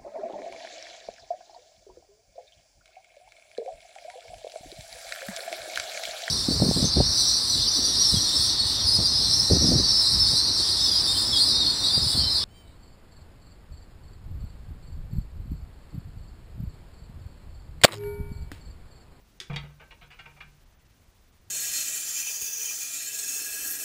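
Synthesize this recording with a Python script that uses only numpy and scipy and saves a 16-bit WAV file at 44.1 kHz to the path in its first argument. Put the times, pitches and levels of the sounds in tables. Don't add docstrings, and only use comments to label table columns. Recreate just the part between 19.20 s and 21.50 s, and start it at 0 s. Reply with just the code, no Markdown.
import sys
import numpy as np
from scipy import signal
from scipy.fft import rfft, irfft
from scipy.io import wavfile
from scipy.ndimage import uniform_filter1d

SR = 44100
rng = np.random.default_rng(int(sys.argv[2]) if len(sys.argv) > 2 else 0)


def rack_gain(trim_db):
    fader = np.asarray(trim_db, float)
    return 10 ** (fader / 20)


def put_to_file(sound):
    columns = np.atleast_2d(sound).T
    safe = np.clip(columns, -1, 1)
    whole_steps = np.round(safe * 32767)
    wavfile.write(sys.argv[1], SR, whole_steps.astype(np.int16))


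N = 101429

# (frequency [Hz], density [dB per Hz])
FLOOR_SPECTRUM = [(12, -32), (20, 6), (82, -4), (139, -11.5), (205, -14.5), (457, -21), (5850, -30),
                  (13800, -38.5), (15000, -40.5)]
# (time [s], length [s], depth [dB])
HISS_DIPS = [(.035, .025, -5), (.192, .015, -10), (.895, .022, -9), (.96, .022, -5), (1.448, .022, -9),
             (1.568, .045, -12), (1.64, .022, -9), (1.685, .022, -9), (2.11, .024, -9)]
# (frequency [Hz], rise over a burst [Hz], level [dB])
WHINE_TONES = [(14650, 130, -76), (10790, 40, -86)]
# (time [s], level [dB], rise [s], contact length [s], hardness [Hz])
CLINKS = [
    (.2017, -19.5, 0.00013, 0.00014, 10900),
    (.2132, -29.5, 0.00025, 0.00028, 1790),
]
# (time [s], level [dB], rise [s], contact length [s], hardness [Hz])
ROCKS = [(.2975, -33, 0.0013, 0.021, 1740), (.336, -34.5, 0.0024, 0.0076, 3450),
         (.362, -34.5, 0.0019, 0.022, 2940), (.425, -47, 0.0021, 0.041, 1850),
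         (.455, -54.5, 0.0046, 0.011, 2310), (.495, -55, 0.0017, 0.021, 1450),
         (.595, -42, 0.0059, 0.025, 1900), (.706, -42, 0.0027, 0.02, 3780),
         (.808, -46, 0.0046, 0.036, 3430), (.902, -42, 0.002, 0.038, 4860),
         (.988, -37.5, 0.0048, 0.014, 4630), (1.056, -41.5, 0.0013, 0.016, 3370),
         (1.1, -55.5, 0.0057, 0.021, 2470), (1.161, -50.5, 0.0062, 0.026, 2310),
         (1.2045, -36.5, 0.0006, 0.015, 4170)]
# (time [s], level [dB], push length [s])
THUMPS = [(0.2984, -38.5, 0.00077), (0.303, -34, 0.0033), (.333, -41, 0.00085), (.362, -37.5, 0.0011),
          (0.438, -44, 0.00086), (.82, -55.5, 0.0034), (0.999, -61, 0.0012), (1.069, -57, 0.00087),
          (1.151, -59, 0.0025), (1.244, -53, 0.0039), (2.189, -50, 0.02)]
# (time [s], level [dB], rise [s], contact length [s], hardness [Hz])
BOUNCES = [(.333, -37.5, 0.00027, 0.00026, 6140), (.361, -21, 0.00022, 0.00021, 5870),
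           (.3645, -21.5, 0.00026, 0.00027, 4050), (.369, -27.5, 0.00026, 0.00021, 3770),
           (.398, -42.5, .0003, .0003, 7100)]
# (level [dB], t60 [s])
STEEL_HZ = [1916, 2300, 2859, 3208, 3480, 3763, 4550, 4969, 5590, 6500, 6864, 8059, 9351, 11000]
STEEL_DECAY = [(-16.5, .04), (-5.5, 0.023), (-22, 0.12), (-18, 0.034), (6.5, 0.02), (-8, 0.04), (-6, 0.035),
               (1, 0.019), (-10, 0.033), (-3.5, .02), (-21, 0.16), (-18.5, 0.033), (-33, 0.02),
               (-23.5, .02)]
# (level [dB], t60 [s])
EDGE_HZ = [1836, 2008, 2400, 2794, 3182, 3316, 3575, 3745, 4533, 5000, 5582, 7300, 8400]
EDGE_DECAY = [(-32, 0.13), (-9.5, 0.024), (0, 0.01), (-15, 0.065), (-11, 0.056), (1.5, 0.033), (-14, 0.09),
              (-5.5, 0.062), (-6, 0.034), (-24, 0.027), (-17, 0.044), (-15, 0.041), (-16, .03)]
# (level [dB], t60 [s])
BOARDS_HZ = [474, 790, 921, 1285, 1556, 1760, 2008, 2202, 2380, 2600, 2730, 2865, 3340, 3690]
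BOARDS_DECAY = [(-16, 0.16), (-21.5, 0.12), (-14.5, 0.13), (-19, 0.18), (-19.5, 0.16), (-33, 0.049),
                (-37, 0.053), (-16.5, 0.063), (-2, 0.024), (-15, .02), (-11, 0.054), (-9.5, 0.059),
                (-15, .05), (-26, 0.072)]
# (level [dB], t60 [s])
TOP_HZ = [60, 146, 163, 215, 385, 474, 700, 790, 860]
TOP_DECAY = [(-6.5, 1), (0, 0.58), (-0.5, 0.153), (-7.5, 0.066), (-11.5, 0.14), (-8.5, 0.13), (-20.5, 0.14),
             (-3, 0.067), (-17, 0.19)]


def low(x, hz, order=2, kind="low"):
    return signal.sosfilt(signal.butter(order, min(hz, .45 * SR), kind, fs=SR, output="sos"), x)


def walk(rate):
    hold = int(SR / rate)
    steps = np.repeat(rng.standard_normal(N // hold + 1), hold)
    return 1.3 * uniform_filter1d(uniform_filter1d(steps, hold), hold)[:N]


def floor():
    floor_db, hiss_top_hz = -58.5, 15250
    rumble_walk_db, hiss_walk_db = 1.5, .8
    f = np.arange(N // 2 + 1) * SR / N + 1e-3
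    hz, density_db = np.array(FLOOR_SPECTRUM).T
    spectrum_db = np.interp(np.log(f), np.log(hz), density_db) - 22 * (f > hiss_top_hz)
    spectrum = rfft(rng.standard_normal(N)) * rack_gain(spectrum_db)
    out = 0
    shared = walk(29.79)
    for octave in range(10):
        share = np.clip(1 - np.abs(np.log2(f / 30) - octave), 0, 1)
        if octave < 4:
            db = rumble_walk_db * walk(8.36)
        else:
            db = hiss_walk_db * shared * octave / 9 + .5 * walk(11.97)
        out = out + rack_gain(db) * irfft(spectrum * share, N)
    return out * rack_gain(floor_db) / out.std()


def chatter():
    center_hz, level_db, walk_db = 6120, -86, 2.5
    edges_hz = [center_hz - 300, center_hz + 300]
    band_pass = signal.butter(2, edges_hz, "band", fs=SR, output="sos")
    band = signal.sosfilt(band_pass, rng.standard_normal(N))
    return band / band.std() * rack_gain(level_db + walk_db * (walk(6.5) + walk(150)))


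def whine():
    period_s, start_s, on_s = 1001 / 15000, .0075, .036
    progress = (np.arange(N) / SR - start_s) % period_s / on_s
    gate = (progress < 1) * (np.abs(progress - .5) > .03) * 1.
    gate = uniform_filter1d(gate, 40)
    tones = np.zeros(N)
    for hz, rise_hz, db in WHINE_TONES:
        cycles = np.cumsum(hz + rise_hz * np.minimum(progress, 1)) / SR
        tones += rack_gain(db) * np.sqrt(2) * np.sin(2 * np.pi * cycles)
    return gate * tones


def starved(x):
    t = np.arange(N) / SR
    db = sum(depth_db * np.exp(-((t - s) / length * 2) ** 4) for s, length, depth_db in HISS_DIPS)
    treble = signal.sosfiltfilt(signal.butter(1, 3500, "high", fs=SR, output="sos"), x)
    return x + (rack_gain(db) - 1) * treble


def table(hz, rows):
    return [(f, *row) for f, row in zip(hz, rows)]


def ring(x, modes):
    out = 0
    for hz, db, t60 in modes:
        pole = np.exp(2j * np.pi * hz / SR - np.log(1000) / (t60 * SR))
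        out = out + rack_gain(db) * signal.lfilter([1], [1, -pole], x).imag
    return out


def tail(t60, hz):
    t = np.arange(SR // 4) / SR
    noise = low(rng.standard_normal(len(t)), hz) * rack_gain(-60 * t / t60)
    return noise / np.sqrt(np.sum(noise ** 2))


def rattle(events, modes, crack_db, tail_db, t60, tail_hz, per_s):
    click_scatter_db, strike_scatter_db, detune = 2, 1.5, .004
    crack_t60_s = 0.017
    out, t = np.zeros(N), np.arange(SR // 3) / SR
    for s, db, rise, length, hz in events:
        chance, side, size = rng.random((len(t), 3)).T
        heights = np.sign(side - .5) * rack_gain(-click_scatter_db * np.log(size + 1e-9))
        clicks = (chance < per_s / SR) * heights
        clicks[0] = 2
        fade = np.exp(-(np.maximum(t - rise, 0) / length) ** 2)
        shape = np.minimum((t + 1 / SR) / rise, 1) * fade
        force = low(clicks * shape, hz)
        force *= rack_gain(db) * np.sqrt(np.sum(shape ** 2) / np.sum(force ** 2))
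        scatter = rng.standard_normal((len(modes), 2))
        spot = [(f * (1 + detune * a), d + strike_scatter_db * b, r)
                for (f, d, r), (a, b) in zip(modes, scatter)]
        dense = signal.fftconvolve(force, tail(t60, tail_hz))[:len(t)]
        crack = signal.fftconvolve(force, tail(crack_t60_s, 20000))[:len(t)]
        i = int(s * SR)
        out[i:i + len(t)] += 0.056 * ring(force, spot) + rack_gain(crack_db) * crack + rack_gain(tail_db) * dense
    return out


def washer():
    clink = rattle(CLINKS, table(STEEL_HZ, STEEL_DECAY), crack_db=-22.5,
                   tail_db=-6.5, t60=0.18, tail_hz=6400, per_s=0)
    bounce = rattle(BOUNCES, table(EDGE_HZ, EDGE_DECAY), crack_db=-12.5,
                    tail_db=-15.0, t60=0.088, tail_hz=5900, per_s=0)
    pipe_s, pipe_hz, pipe_db, pipe_t60_s = .211, 378, -46.5, 0.072
    tap = 1. * (np.arange(N) == int(pipe_s * SR))
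    pipe = ring(low(tap, 1300), [(pipe_hz, pipe_db, pipe_t60_s)])
    return low(clink, 1520, order=3, kind="high") + low(bounce, 1410, kind="high") + pipe


def bench():
    t = np.arange(N) / SR
    knock = rattle(ROCKS, table(BOARDS_HZ, BOARDS_DECAY), crack_db=-17.5,
                   tail_db=-8.5, t60=0.091, tail_hz=2930, per_s=5600)
    knock = low(knock, 593, kind="high")
    push = np.zeros(N)
    for s, db, length in THUMPS:
        pulse = np.sin(np.pi * np.clip((t - s) / length, 0, 1)) ** 2
        push += rack_gain(db) * pulse / (length * SR / 2)
    return rack_gain(-7.0) * knock + ring(push, table(TOP_HZ, TOP_DECAY))


def room(x):
    level_db, t60_s, top_hz, build_up_s = -11.5, 0.25, 4900, 0.015
    build_up = np.clip(np.arange(SR // 4) / SR / build_up_s, 0, 1) ** 2
    late = tail(t60_s, top_hz) * build_up
    return rack_gain(level_db) * signal.fftconvolve(x, late)[:N]


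def scene():
    under = starved(floor()) + whine() + chatter()
    near = washer() + bench()
    return (near + room(near) + under)[None]


def band_limit(x):
    return signal.sosfilt(signal.butter(12, 16530, fs=SR, output="sos"), x)


def record(dry):
    mix = low(dry, 15800, order=10)
    return band_limit(mix)


dry = scene()
out = record(dry)
put_to_file(out)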